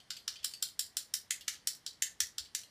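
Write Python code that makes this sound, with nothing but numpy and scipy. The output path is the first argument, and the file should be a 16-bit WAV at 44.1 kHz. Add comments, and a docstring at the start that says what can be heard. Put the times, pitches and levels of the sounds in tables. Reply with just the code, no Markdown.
"""A small plastic tube of liquid, shaken hard at about six strokes a second, close up in a small room.
Each stroke ends in a sharp clack: a graze, a hard contact and a short chatter ring the tube, then drops land.
On some return strokes the contents rub along the wall in a soft rattle.
Close walls answer every clack; faint handling bumps and a quiet room hum lie underneath."""
import sys
import numpy as np
from scipy import signal
from scipy.fft import rfft, irfft, next_fast_len
from scipy.io import wavfile

SR = 44100
rng = np.random.default_rng(int(sys.argv[2]) if len(sys.argv) > 2 else 0)


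def int16_out(signal):
    """Quantize to a 16-bit WAV file."""
    q = np.round(np.clip(np.atleast_2d(signal).T, -1, 1) * 32767)
    wavfile.write(sys.argv[1], SR, q.astype(np.int16))


N = 119070
SIZE = 2048  # samples in one contact sound
HZ = np.fft.rfftfreq(SIZE, 1 / SR)
T = np.arange(SIZE) / SR


# the tube's plastic ring (frequency [Hz], width [Hz], level [dB])
TUBE_MODES = [(1555, 362, -7.5), (3086, 263, -3), (4265, 1060, 1), (7265, 436, 0.5), (7920, 1100, -5.5),
              (9950, 1110, -8.5), (11850, 1800, -18.5), (14100, 740, -9.5)]
# EQ of the unpitched crack (frequency [Hz], level [dB])
CRACK_EQ = [(300, 22), (900, -37), (1350, -46), (1750, -7), (2500, -13), (3400, -11.5), (4800, -22.5),
            (6500, -4.5), (9500, -11.5), (12400, -18), (15000, -39)]
# one clack a stroke (time [s], level [dB], main ring [Hz], main ring [dB], hollow body [dB],
# brightness [dB], crack [dB], chatter [dB], far end's share [0-1])
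CLACK_HITS = [(0.1056, -32.5, 5400, 2, 2.5, -3.5, -20, -2.5, 0.12),
              (0.2796, -28.5, 5600, 4.5, 3.5, -2.5, -32, -13, 0.48),
              (0.444, -26.5, 5230, 3.5, 0, 6, -4, 9, 0.5),
              (0.626, -25.5, 5450, -1.5, -4.5, 4.5, -20, -7.5, 1),
              (0.7937, -25.5, 5370, 5.5, -2.5, 9, -2.5, -8, 0.9),
              (.9699, -26.5, 5650, 4, -1.5, 7.5, -2.5, -13.5, .45),
              (1.1398, -25, 5550, 8.5, -1.5, 11, 2.5, -7, 0.34),
              (1.307, -24.5, 7100, 4.5, 3, 4, 11, 9.5, 0.1), (1.4805, -26, 5960, 7, 6, 1.5, 4.5, 5.5, 0),
              (1.6733, -24, 5550, 8.5, -2, 9.5, 2, -9, 0.19),
              (1.8648, -32.5, 5500, -1, -7.5, -4.5, -37, -22.5, 1),
              (2.0228, -22.5, 6820, 13.5, 9, 9, 6.5, -3.5, 0.03),
              (2.2045, -21.5, 5960, 11, 3.5, 7.5, 5, -8, 0.53),
              (2.383, -30, 5380, -0.5, -4.5, -3.5, -30, -20, 1),
              (2.55, -27.5, 5830, 7, -1, 3, 8.5, -7, 0.3)]


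def clacks():
    """The end of each stroke: a light graze, one hard contact and a short chatter ring the tube."""
    graze_lead_s, chatter_gap_s = 0.0021, 0.001203
    main_q, body_hz, low_cut_hz = 8, 3240, 1314
    track = np.zeros(N)
    modes = sum(amp(db) ** 2 * resonance(hz, width) for hz, width, db in TUBE_MODES)
    low_cut_gain = 1 / np.sqrt(1 + (low_cut_hz / (HZ + 100)) ** 10)  # the hits carry little below about 1.3 kHz
    for s, db, main_hz, main_db, body_db, bright_db, crack_db, chatter_db, far_share in CLACK_HITS:
        main_ring = amp(main_db) ** 2 * resonance(main_hz, main_hz / main_q)
        pitched = modes * treble(bright_db) ** 2 + main_ring
        crack = amp(along(CRACK_EQ, HZ) + crack_db) ** 2
        body_shelf = amp(body_db / (1 + (HZ / body_hz) ** 8))
        colour = np.sqrt(pitched + crack) * body_shelf * low_cut_gain
        hit = contact(life_s=0.00055)
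        chatter = amp(chatter_db) * contact(life_s=0.00226)
        graze = amp(-13.5) * contact(life_s=0.0011)
        blow = hit + np.roll(chatter, round(chatter_gap_s * SR))
        push = graze + np.roll(blow, round(graze_lead_s * SR))
        play(track, s - graze_lead_s, db, ring(push, colour), far_share)
    return track


def contact(life_s):
    """A rough contact: a brief burst of force with a nearly even spectrum."""
    push = rng.standard_normal(SIZE) * np.exp(-T / life_s)
    for _ in range(4):  # flatten the spectrum, then tighten the tail
        spectrum = rfft(push)
        push = irfft(spectrum / (abs(spectrum) + 1e-9)) * np.exp(-(T / (4 * life_s)) ** 2)
    return norm(push)


def ring(push, gain):
    """A short push rings a minimum-phase body with the given gain at each frequency."""
    cepstrum = irfft(np.log(np.maximum(gain, 1e-6)))
    cepstrum[1:SIZE // 2] *= 2
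    cepstrum[SIZE // 2 + 1:] = 0
    return irfft(np.exp(rfft(cepstrum)) * rfft(push))


def resonance(hz, width_hz):
    """Power response of one resonance with steep skirts."""
    return 1 / (1 + ((HZ - hz) / (0.93 * width_hz)) ** 2) ** 2


def treble(db, corner_hz=7400):
    """A high shelf that brightens or dulls a contact."""
    return amp(db / (1 + (corner_hz / (HZ + 1)) ** 8))


def splash(drops=8, span_s=0.08, drop_db=-22.5, fade_db_per_s=104):
    """Impulses for the blow itself, then a few drops hitting the tube wall, the later ones softer."""
    landing_s = rng.uniform(0.15, 1, drops) * span_s
    sizes = amp(drop_db - fade_db_per_s * landing_s) * rng.standard_normal(drops)
    return np.bincount(np.r_[0, (landing_s * SR).astype(int)], np.r_[1, sizes])


# EQ of a soft rattle (frequency [Hz], level [dB])
RATTLE_EQ = [(800, -25), (1600, -20.5), (2550, -9.5), (3100, 1), (3700, -8.5), (4600, -1), (5600, -10),
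             (6700, -11.5), (8000, -10.5), (9500, -16.5), (11300, -15.5), (15000, -24)]
# soft rattles on the return strokes (time [s], level [dB], brightness [dB], decay [s])
RATTLE_HITS = [(.001, -53, -6.5, 0.0046), (0.14, -53, -5, 0.011), (0.166, -42, -2.5, 0.0071),
               (0.356, -44.5, -11, .016), (0.391, -51.5, -20, 0.027), (0.429, -47.5, -5, 0.01),
               (0.509, -48, 7, 0.019), (.5365, -38, 1, 0.0023), (1.4085, -44.5, 0.5, 0.0054),
               (1.552, -50.5, -11, 0.0074), (2.454, -52, -4, .008), (2.6337, -48.5, 1.5, 0.0027)]


def rattles(attack_s=0.0013, grit_db=3):
    """On the way back the contents rub along the wall in a soft, gritty swell."""
    track = np.zeros(N)
    colour = amp(along(RATTLE_EQ, HZ))
    for s, db, bright_db, decay_s in RATTLE_HITS:
        grit = amp(grit_db * rng.standard_normal(SIZE)) * rng.standard_normal(SIZE)
        swell = (1 - np.exp(-T / attack_s)) * np.exp(-T / decay_s) * (1 - T / T[-1])
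        play(track, s, db, ring(grit * swell, colour * treble(bright_db)))
    return track


def play(track, s, db, sound, far_share=0):
    """Play a contact and its splash into the room at a time and level."""
    level_window_s = 0.0025  # the contact carries the energy of this long a burst at its level
    splashed = signal.fftconvolve(norm(sound), splash())
    heard = signal.fftconvolve(splashed, room(far_share)) * amp(db) * np.sqrt(level_window_s * SR)
    start = max(round(s * SR), 0)
    track[start:start + len(heard)] += heard[:N - start]


# early reflections off the close walls (delay [s], level [dB])
REFLECTIONS = [(.0032, -7.5), (.0065, -14), (0.0116, -13)]
# reverb decay (frequency [Hz], time to fall 60 dB [s])
REVERB_T60 = [(1000, 0.37), (2600, 0.18), (5000, 0.22), (8000, 0.18), (14000, 0.19)]
# reverb EQ (frequency [Hz], level [dB])
REVERB_EQ = [(1000, -6.5), (2000, 0), (3500, 2), (4700, 3.5), (5800, 0), (7500, 1), (10300, 2.5),
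             (11600, 0), (12600, 5.5), (14000, 0)]


def room(far_share, tail_db=-3, predelay_s=0.0035, build_s=0.00087, grain_db=2):
    """The tube's ends radiate in opposite phase, sounding hollow; walls and a grainy tail answer."""
    hz, t, noise = signal.stft(rng.standard_normal(SR // 2), SR, nperseg=256)
    fade_db = along(REVERB_EQ, hz)[:, None] - 60 * t / along(REVERB_T60, hz)[:, None]
    flicker_db = grain_db * rng.uniform(-1.16, 1, len(t))
    tail = signal.istft(noise * amp(fade_db + flicker_db), SR, nperseg=256)[1]
    fade_in = 1 - np.exp(-np.arange(len(tail)) / SR / build_s)
    response = np.pad(amp(tail_db) * norm(tail * fade_in), (round(predelay_s * SR), 0))
    for s, db in REFLECTIONS:
        response[int(s * SR * rng.uniform(0.9, 1.1))] += amp(db)
    tube_length_m, sound_m_per_s = 0.155, 343
    far_end_lag = round(tube_length_m / sound_m_per_s * SR)
    response[[0, far_end_lag]] += norm(np.array([1, -far_share]))
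    return response


# soft, low handling bumps (time [s], level [dB])
HANDLING_BUMPS = [(2.25, -64), (2.42, -65.5), (2.63, -75)]


def bumps(centre_hz=77.5, width_s=0.032):
    """The last strokes jog the microphone a little."""
    t = np.arange(N) / SR
    rumble = noise_bed(lambda hz: np.exp(-(3 * (hz / centre_hz - 1)) ** 2))
    return rumble * sum(amp(db) * np.exp(-((t - s) / width_s) ** 2) for s, db in HANDLING_BUMPS)


# EQ of the room tone (frequency [Hz], level [dB])
HUM_EQ = [(15, -47), (28, -10), (55, 1), (120, 1), (220, -2.5), (450, -6), (811, -7.5), (1460, -9.5),
          (2000, -6), (2560, -14), (3100, -9), (5500, -12), (7300, -20), (9000, -17), (15000, -32)]


def hum(level_db=-67.5):
    """Room tone: steady, quiet noise weighted to the lows."""
    return amp(level_db) * noise_bed(lambda hz: amp(along(HUM_EQ, hz)))


def noise_bed(gain):
    """A full track of coloured noise at unit RMS."""
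    return np.sqrt(N) * norm(filtered(rng.standard_normal(N), gain))


def filtered(x, gain):
    """A whole track through a gain that depends on frequency."""
    size = next_fast_len(N + 8192)
    return irfft(rfft(x, size) * gain(np.fft.rfftfreq(size, 1 / SR)), size)[:N]


def amp(db):
    """Decibels to gain."""
    return 10 ** (np.asarray(db) / 20)


def along(points, hz):
    """A curve of (frequency, value) points, read on a log frequency axis."""
    freqs, values = np.transpose(points)
    return np.interp(np.log(hz + 1), np.log(freqs + 1), values)


def norm(x):
    """Scale to unit energy."""
    return x / np.sqrt(np.sum(x ** 2) + 1e-20)


def scene():
    """The shaken tube over handling bumps and room tone, in mono."""
    return (clacks() + rattles() + bumps() + hum())[None]


def record(dry):
    """The microphone keeps nothing above its band limit."""
    top_hz, rolloff_hz = 15100, 250
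    return filtered(dry[0], lambda hz: np.clip((top_hz - hz) / rolloff_hz, 0, 1))[None]


dry = scene()
out = record(dry)
int16_out(out)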